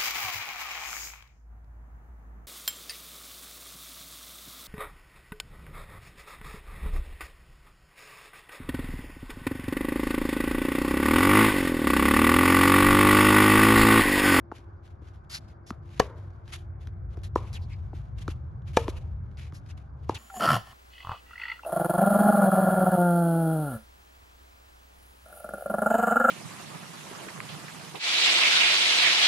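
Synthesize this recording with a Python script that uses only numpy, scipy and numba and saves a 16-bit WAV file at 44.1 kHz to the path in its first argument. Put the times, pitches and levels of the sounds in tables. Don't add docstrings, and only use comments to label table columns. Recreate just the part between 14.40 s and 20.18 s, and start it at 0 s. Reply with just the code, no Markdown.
import sys
import numpy as np
from scipy import signal
from scipy.fft import rfft, irfft, next_fast_len
from scipy.io import wavfile
from scipy.ndimage import uniform_filter1d
from numba import njit

SR = 44100
rng = np.random.default_rng(int(sys.argv[2]) if len(sys.argv) > 2 else 0)


def to_wav(sig):
    pcm = np.clip(np.atleast_2d(sig), -1, 1) * 32767
    pcm = np.round(pcm).astype(np.int16)
    wavfile.write(sys.argv[1], SR, pcm.T)


def voltage_ratio(level):
    return 10 ** (np.asarray(level, float) / 20)


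N = 254898

# (t/s, level/dB)
ROAD_SWELL = [(0.0, -47.5), (1.3, -46), (1.53, -44.5), (2.37, -41.5), (2.69, -37), (3.01, -34.5),
              (3.53, -35.5), (3.99, -35.5), (4.33, -36.5), (4.64, -35), (5.34, -40.5), (5.78, -40.5)]
# (f/Hz, level per Hz/dB)
ROAD_SPECTRUM = [(12, -40), (20, -24.5), (54, 10), (87, 13), (276, -30), (351, -28), (446, -31), (742, -28),
                 (1570, -36.5), (2680, -68.5), (6660, -74.5), (7820, -77.5), (9950, -78.5), (11100, -57.5),
                 (12000, -73), (15600, -103), (22000, -120)]
# (f/Hz, likeness from -1 to 1)
ROAD_LIKENESS = [(60, .96), (130, .92), (300, .75), (520, 0), (900, -.4), (1400, 0), (2000, .85),
                 (4500, .6), (6500, 1)]
# (t/s, f/Hz, level/dB)
MOTOR_TONE = [(0, 341.4, -60.5), (.6, 346.3, -69.5), (1.6, 341.8, -63), (2.7, 350, -65), (3.1, 352, -65.5),
              (3.8, 344.3, -69.5), (5.0, 364.3, -73), (5.3, 355, -86)]

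# (f/Hz, level per Hz/dB)
GRIT_SPECTRUM = [(400, -24.5), (900, -4), (2000, 0.5), (3500, -1), (6000, -9), (9000, -7.5), (11500, -10.5),
                 (13000, -45)]
# (t/s, time to full weight/s, level/dB, time to fade 20 dB/s)
SHUFFLES = [(.24, 0.0074, -71, -0.03), (0.437, 0.02, -67.5, 0.1), (.48, .05, -69, -0.5),
            (0.619, 0.078, -65.5, .04), (0.742, 0.01, -67, .053), (.846, .002, -78.5, .04),
            (1.0, 0.055, -67.5, 0.1), (1.081, 0.029, -66, 0.04), (1.326, 0.0023, -66, 0.06),
            (1.43, .05, -71, 0.1), (2.87, 0.0022, -72, -1.2), (5.2, .002, -76, 0.54),
            (1.488, 0.092, -57, 0.14), (1.761, .03, -66.5, .3), (2.061, 0.068, -56.5, 0.07),
            (2.2, 0.0018, -72.5, .09), (2.415, 0.0032, -63.5, 0.1), (2.704, 0.046, -68, 0.2),
            (3.19, 0.0018, -68.5, 0.7), (3.395, 0.013, -71.5, -0.05), (3.541, .036, -63, 0.14),
            (3.63, .002, -82, 1.5), (3.784, 0.0059, -55.5, 0.12), (3.95, .002, -73.5, 0.3),
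            (4.275, 0.012, -55, .065), (4.83, 0.041, -76.5, 1), (5.26, 0.022, -68.5, 0.14),
            (4.6, .002, -71, -0.44), (4.31, 0.038, -65, -0.57), (5.57, .115, -66, .03)]
# (t/s,
# load/s, level/dB, fade/s, f/Hz)
SCUFFS = [(.153, 0.015, -56, 0.05, 2400), (.122, .002, -69, 0.21, 2650), (1.615, .002, -47.5, .08, 2140),
          (2.125, 0.012, -42.5, 0.0554, 3100), (2.48, .002, -71.5, .08, 2240),
          (2.97, 0.0025, -54.5, 0.24, 2220), (3.81, 0.014, -53.5, 0.02, 3020),
          (3.89, 0.021, -48.5, 0.0263, 2650), (4.335, 0.059, -48, 0.1341, 3030),
          (4.385, 0.0025, -47.5, 0.2028, 2595), (4.49, 0.0034, -47, 0.04, 3940),
          (5.375, .002, -66, 0.12, 2200), (5.705, 0.0028, -52, 0.1, 2500)]
# (t/s, load/s, level/dB, fade/s, f/Hz)
DRAGS = [
    (2.835, .002, -52.5, .046, 3740),
    (3.065, .012, -56.5, .036, 2400),
    (4.53, .03, -56.5, .045, 2800),
    (4.974, .015, -55, .115, 2340),
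    (5.135, .02, -61.5, .055, 5000),
    (5.288, .022, -57, .022, 2650),
]
# (t/s, load/s, level/dB, fade/s, f/Hz)
SLIDES = [
    (.899, .068, -41.5, .024, 4700),
    (1.266, .036, -56, .02, 5200),
]
# (t/s, load/s, level/dB, fade/s, f/Hz)
SQUEAKS = [
    (3.214, .016, -62, .045, 4300),
    (3.3, .032, -57, .025, 2300),
]
# (t/s, load/s, level/dB, fade/s, first f/Hz)
SKIDS = [
    (3.13, .035, -45.5, .024, 5600),
    (5.745, .022, -43.5, .025, 4100),
]
# (t/s, click level/dB, thump level/dB)
HEEL_TAPS = [(0.183, -50, -42), (.477, -56.5, -65), (.686, -57, -65.5), (0.759, -62, -57.5),
             (2.079, -51, -52), (2.472, -46, -40), (4.221, -66, -56), (1.492, -58, -54),
             (1.905, -65, -65.5), (2.79, -61, -59), (2.818, -61.5, -62), (3.683, -70.5, -61.5),
             (4.915, -67, -61), (5.381, -61.5, -62), (4.972, -50.5, -58.5), (5.263, -55.5, -60)]

# (f/Hz, level/dB, time to fade 60 dB/s)
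BALL_PING = [(754, -14, 0.036), (1506, 11.5, 0.01), (2500, -5.5, 0.003)]
# (f/Hz, level/dB, time to fade 60 dB/s)
BALL_THUMP = [(230, 0, .027), (400, -8, .016)]
# (t/s, ping level/dB, thump level/dB, ping pitch factor, thump pitch factor)
NEAR_BOUNCES = [
    (1.3056, -32, -21.5, 0.85, 0.97),
    (2.772, -47, -32.5, 0.44, 1.58),
    (3.8799, -31, -20.5, 0.88, 1.39),
    (4.481, -31.5, -16.5, 0.67, 1.52),
    (5.124, -50.5, -41.5, 0.8, 1.28),
]
# (t/s, ping level/dB, thump level/dB, ping pitch factor, thump pitch factor)
FAR_BOUNCES = [
    (0.116, -37, -61, 0.87, 1.8),
    (.617, -66.5, -39.5, 0.71, 1.4),
    (3.532, -43.5, -32.5, 0.52, 1.36),
]

# (f/Hz, level/dB, time to fade 60 dB/s)
BACKHAND = [(150.6, -5.5, 0.014), (436, -20.5, 0.19), (519, 6.5, 0.014), (806, -2.5, 0.031),
            (1100, 4.5, 0.011), (1202, -14, 0.068), (1380, -18, .022), (1815, -7.5, 0.028),
            (1963, -8, 0.029), (2430, -17, 0.03), (3150, -17, 0.051)]
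# (f/Hz, level/dB, time to fade 60 dB/s)
FOREHAND = [(149.8, -12, 0.0079), (460, -18, 0.2), (478, 4, 0.016), (747, -9, 0.035), (876, -6, 0.053),
            (1285, -6.5, 0.014), (1256, -38.5, 0.24), (1700, -12.5, 0.024), (2400, -10, 0.021),
            (3100, -7.5, 0.0064), (6020, -22.5, .022)]
# (f/Hz, level/dB, time to fade 60 dB/s)
FAR_STROKE = [(350, 2, 0.021), (506, 2, 0.017), (993, 2.5, 0.021), (890, -39, 0.27), (1060, -36, 0.25),
              (1325, -4, 0.012), (1780, -20, 0.029)]
# (t/s, pop level/dB, felt crackle level/dB, pitch factor, lean to the left/dB)
NEAR_HITS = [
    (1.5994, -10, -23.5, 0.94, -8.5),
    (4.3710, -6, -23, 1.0, -37.5),
]
# (t/s, pop level/dB, felt crackle level/dB, pitch factor, lean to the left/dB)
FAR_HITS = [
    (0.1196, -29.5, -63, 0.85, -59.5),
    (2.9585, -13, -42, 0.99, -53),
    (5.6945, -16.5, -42, 0.92, -38.5),
]
# (delay t/s, level/dB)
ECHO_FADE = [(.004, -1.5), (.02, 3.5), (.05, -6), (.09, -9), (.12, -14), (.2, -16), (.3, -28.5), (.45, -32)]
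# (f/Hz, level/dB)
ECHO_COLOUR = [(150, -6), (450, -5), (1000, -4.5), (1600, -6), (3500, -14.5), (8000, -8.5)]

# (f/Hz, left ahead/rad)
PORT_PHASE = [(0, 0), (1500, 0), (4800, 1.1), (5600, 0), (6800, -1), (7600, -np.pi), (10000, -np.pi),
              (12500, -2 * np.pi)]
# (f/Hz, left minus right level/dB)
PORT_TILT = [(100, 1.13), (1000, 1), (5000, 1.5), (10000, 7)]

SAME_ABOVE_HZ = 7000
SHUFFLE_HZ = 2180


def rms_one(x):
    return x / np.sqrt(np.mean(x ** 2) + 1e-20)


def in_time(rows):
    s, *columns = np.transpose(rows)
    return [np.interp(np.arange(N) / SR, s, column) for column in columns]


def at_hz(points, hz):
    point_hz, value = np.transpose(points)
    return np.interp(np.log(hz + 1), np.log(point_hz + 1), value)


def colour(x, points):
    gain = voltage_ratio(at_hz(points, np.fft.rfftfreq(len(x), 1 / SR)))
    return irfft(rfft(x) * gain, len(x))


def drift(rate_hz):
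    r = np.exp(-80 * np.pi * rate_hz / SR)
    slow = signal.lfilter([1], [1, -2 * r, r * r], rng.standard_normal(N // 40 + 2002))
    slow = rms_one(slow[2000:])
    return np.interp(np.arange(N) / 40, np.arange(len(slow)), slow)


def add(out, s, sound):
    i = round(s * SR)
    out[..., i:i + sound.shape[-1]] += sound[..., :N - i]


def apart(x):
    low = signal.butter(6, SAME_ABOVE_HZ, fs=SR, output="sos")
    return signal.sosfilt(low, x) * [[1], [-1]]


@njit
def moving_resonance(x, hz, width):
    y = np.zeros(len(x))
    for i in range(2, len(x)):
        r = np.exp(-np.pi * width[i] / SR)
        push = (1 - r * r) / 2 * (x[i] - x[i - 2])
        y[i] = push + 2 * r * np.cos(2 * np.pi * hz[i] / SR) * y[i - 1] - r * r * y[i - 2]
    return y


def struck(modes, pitch, push_s):
    t = np.arange(SR // 2) / SR
    rings = np.zeros(len(t))
    for k, (hz, db, t60) in enumerate(modes):
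        rings += (-1) ** k * voltage_ratio(db - 60 * t / t60) * np.sin(2 * np.pi * hz * pitch * t)
    push = np.hanning(max(round(push_s * SR), 1) + 2)
    return np.convolve(rings, push / push.sum())


def crackle(rise_s, t60, cut_hz):
    t = np.arange(SR // 10) / SR
    rise = np.minimum(t / rise_s + 0.13, 1)
    fade = voltage_ratio(-60 * np.maximum(t - rise_s, 0) / t60)
    band = signal.butter(1, [900, cut_hz], "band", fs=SR, output="sos")
    return rise * fade * rms_one(signal.sosfilt(band, rng.standard_normal(len(t))))


def echo(sound):
    delay, db = np.transpose(ECHO_FADE)
    t = np.arange(SR // 2) / SR
    fade_db = np.interp(t, delay, db, left=-90) + 1.4 * drift(30)[:len(t)]
    returns = rms_one(colour(rng.standard_normal(len(t)), ECHO_COLOUR)) * voltage_ratio(fade_db) / 10
    first = sound[:SR // 150]
    return signal.fftconvolve(first * np.linspace(1, 0, len(first)), returns)


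def road(patchy_db):
    lag_s, upper_rumble_db, upper_follows, tyre_wash_db = 0.068, -7, 1.01, -58
    deep_db, = in_time(ROAD_SWELL)
    later_db, = in_time([(s + lag_s, db) for s, db in ROAD_SWELL])
    usual_db = deep_db.mean()
    upper_db = usual_db + upper_rumble_db + upper_follows * (later_db - usual_db)

    edges = 18 * 2 ** np.arange(0, 9.1, .5)
    white = rng.standard_normal((2, 2, N + SR // 2))
    ranges = np.zeros((3, 2, N))
    for k, (low, high) in enumerate(zip(edges, edges[1:])):
        band_pass = signal.butter(3, [low, high], "band", fs=SR, output="sos")
        mid, side = signal.sosfilt(band_pass, white[k % 2])[:, -N:]
        hz = np.sqrt(low * high)
        alike = np.clip(at_hz(ROAD_LIKENESS, hz), -1, 1)
        band = np.sqrt(1 + alike) * mid + np.sqrt(1 - alike) * side * [[1], [-1]]
        which = int(hz > 100) + int(hz > 210)
        ranges[which] += band * voltage_ratio(at_hz(ROAD_SPECTRUM, hz) + patchy_db * drift(3.3))
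    levels = (deep_db, upper_db, tyre_wash_db)
    return sum(voltage_ratio(db) * rms_one(part) for db, part in zip(levels, ranges))


def motor():
    hz, db = in_time(MOTOR_TONE)
    return np.sqrt(2) * voltage_ratio(db + 2.7 * drift(6.5)) * np.sin(2 * np.pi * np.cumsum(hz) / SR)


def insect():
    hiss_hz, width_hz, throbs_per_s, level_db = 4730., 350., 8.3, -94
    hiss = moving_resonance(rng.standard_normal(N), np.full(N, hiss_hz), np.full(N, width_hz))
    phase = 2 * np.pi * throbs_per_s * np.arange(N) / SR + 2 * drift(4.9)
    throb = np.maximum(np.sin(phase) + .3, 0)
    return voltage_ratio(level_db + drift(0.42)) * rms_one(hiss * throb)


def tread(curves, steps, bite, swell, squeal, sag, stop):
    level_db, hz, share = curves
    for s, load_s, db, fade_s, centre_hz in steps:
        since = np.arange(N) / SR - s
        attack_db = bite * np.minimum(since, 0) + swell * np.clip(since - load_s, -load_s, 0)
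        fade_db = 20 * (np.maximum(since - load_s, 0) / max(fade_s, .003)) ** stop
        step_db = db + attack_db - fade_db
        on = step_db > level_db
        level_db[on] = step_db[on]
        share[on] = squeal * np.clip(.3 + .7 * since[on] / max(load_s, .001), 0, 1)
        hz[on] = centre_hz * 2 ** -np.clip(sag * since[on], 0, 1.3)


def footwork():
    level_db, hz, share = np.full(N, -130.), np.full(N, float(SHUFFLE_HZ)), np.zeros(N)
    curves = level_db, hz, share
    shuffles = [(*row, SHUFFLE_HZ) for row in SHUFFLES]
    tread(curves, SCUFFS, bite=1700, swell=150, squeal=.12, sag=.3, stop=.87)
    tread(curves, shuffles, bite=1100, swell=160, squeal=.04, sag=.3, stop=.77)
    tread(curves, DRAGS, bite=5000, swell=200, squeal=.2, sag=.3, stop=2.2)
    tread(curves, SLIDES, bite=5000, swell=150, squeal=.55, sag=.3, stop=2.1)
    tread(curves, SQUEAKS, bite=1500, swell=200, squeal=.85, sag=1.5, stop=1.6)
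    tread(curves, SKIDS, bite=8000, swell=200, squeal=.55, sag=25, stop=1.8)
    return level_db, uniform_filter1d(hz, size=200), uniform_filter1d(share, size=200)


def shoes(grains_per_s, spread_db, flutter_db, scatter_db):
    level_db, hz, share = footwork()
    share = np.clip(share, 0, .98)
    sizes = voltage_ratio(spread_db * np.minimum(rng.exponential(1, N), 5)) * rng.choice([-1, 1], N)
    grains = sizes * (rng.random(N) < grains_per_s / SR)
    grit = rms_one(colour(grains, GRIT_SPECTRUM))
    bright_db = 0.2 + 7.5 * np.log2(hz / SHUFFLE_HZ)
    treble = signal.sosfilt(signal.butter(2, 5000, "high", fs=SR, output="sos"), grit)
    grit += (voltage_ratio(bright_db) - 1) * treble

    width = hz / 3
    once = moving_resonance(rng.standard_normal(N), hz, width)
    squeal = moving_resonance(once, hz, width) * np.sqrt(4 * SR / np.pi / width)
    direct = np.sqrt(1 - share) * grit + np.sqrt(share) * squeal
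    scattered = voltage_ratio(scatter_db) * apart(np.roll(direct, SR // 9))
    return voltage_ratio(level_db + flutter_db * drift(34)) * (direct + scattered)


def bounces():
    near_click_db, far_click_db = -5.5, -26
    tap_ping_db, tap_pitch = -7.5, 1.05
    contacts = [(row, row[1] + near_click_db) for row in NEAR_BOUNCES]
    contacts += [(row, row[1] + far_click_db) for row in FAR_BOUNCES]
    for s, click_db, thump_db in HEEL_TAPS:
        contacts.append(((s, click_db + tap_ping_db, thump_db, tap_pitch, tap_pitch), click_db))

    out = np.zeros(N)
    for (s, ping_db, thump_db, ping_pitch, thump_pitch), click_db in contacts:
        hit = np.zeros(SR)
        add(hit, 0, voltage_ratio(ping_db) * struck(BALL_PING, ping_pitch, push_s=0.00044))
        add(hit, .0032, -voltage_ratio(thump_db) * struck(BALL_THUMP, thump_pitch, push_s=0.0013))
        add(out, s, hit)
        add(out, s, voltage_ratio(-32.5) * echo(hit))
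        add(out, s - .0007, voltage_ratio(click_db) * crackle(0.00058, t60=0.014, cut_hz=3300))
    return out


def rackets():
    contact_s, lean_s = 0.0041, .0003
    near_echo_db, far_echo_db = -34, -31
    ground_s, ground_db = .0042, -13
    fence_s, fence_db = .09, -42
    bodies = [(BACKHAND, near_echo_db), (FOREHAND, near_echo_db)]
    bodies += [(FAR_STROKE, far_echo_db)] * len(FAR_HITS)

    out, lean = np.zeros((2, N))
    for (modes, echo_db), hit in zip(bodies, NEAR_HITS + FAR_HITS):
        s, pop_db, crackle_db, pitch, lean_db = hit
        stroke = np.zeros(N)
        pop = voltage_ratio(pop_db) * struck(modes, pitch, push_s=.0003)
        add(stroke, s, pop)
        add(stroke, s - .0022, -voltage_ratio(-22.5) * pop)
        felt = crackle(contact_s, t60=.026, cut_hz=7000)
        add(stroke, s - contact_s, voltage_ratio(crackle_db) * felt)
        lean += voltage_ratio(lean_db) * np.roll(stroke, -round(lean_s * SR))
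        out += stroke
        add(out, s, voltage_ratio(echo_db) * echo(pop))
        if modes is not FAR_STROKE:
            add(out, s + ground_s, voltage_ratio(ground_db) * pop)
            add(out, s + fence_s, voltage_ratio(fence_db) * echo(pop))
    return out + apart(lean)


def scene():
    background = road(patchy_db=1.63) + motor() + insect()
    soles = shoes(grains_per_s=11000, spread_db=3.0, flutter_db=2.5, scatter_db=-4.5)
    return background + soles + bounces() + rackets()


def roll_off(x):
    return signal.sosfilt(signal.butter(12, 13180, fs=SR, output="sos"), x)


def record(dry):
    size = next_fast_len(N + SR)
    hz = np.fft.rfftfreq(size, 1 / SR)
    tilt_db = at_hz(PORT_TILT, hz) * (hz < SAME_ABOVE_HZ)
    phase = np.interp(hz, *np.transpose(PORT_PHASE))
    half = voltage_ratio(tilt_db / 2) * np.exp(.5j * phase)
    ports = irfft(rfft(dry, size) * np.stack([half, np.exp(-np.log(half))]), size)[:, :N]
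    ports = signal.sosfilt(signal.butter(2, 34, "high", fs=SR, output="sos"), ports)
    ports = signal.sosfilt(signal.cheby2(12, 50, 12590, fs=SR, output="sos"), ports)
    return roll_off(ports)


dry = scene()
out = record(dry)
to_wav(out)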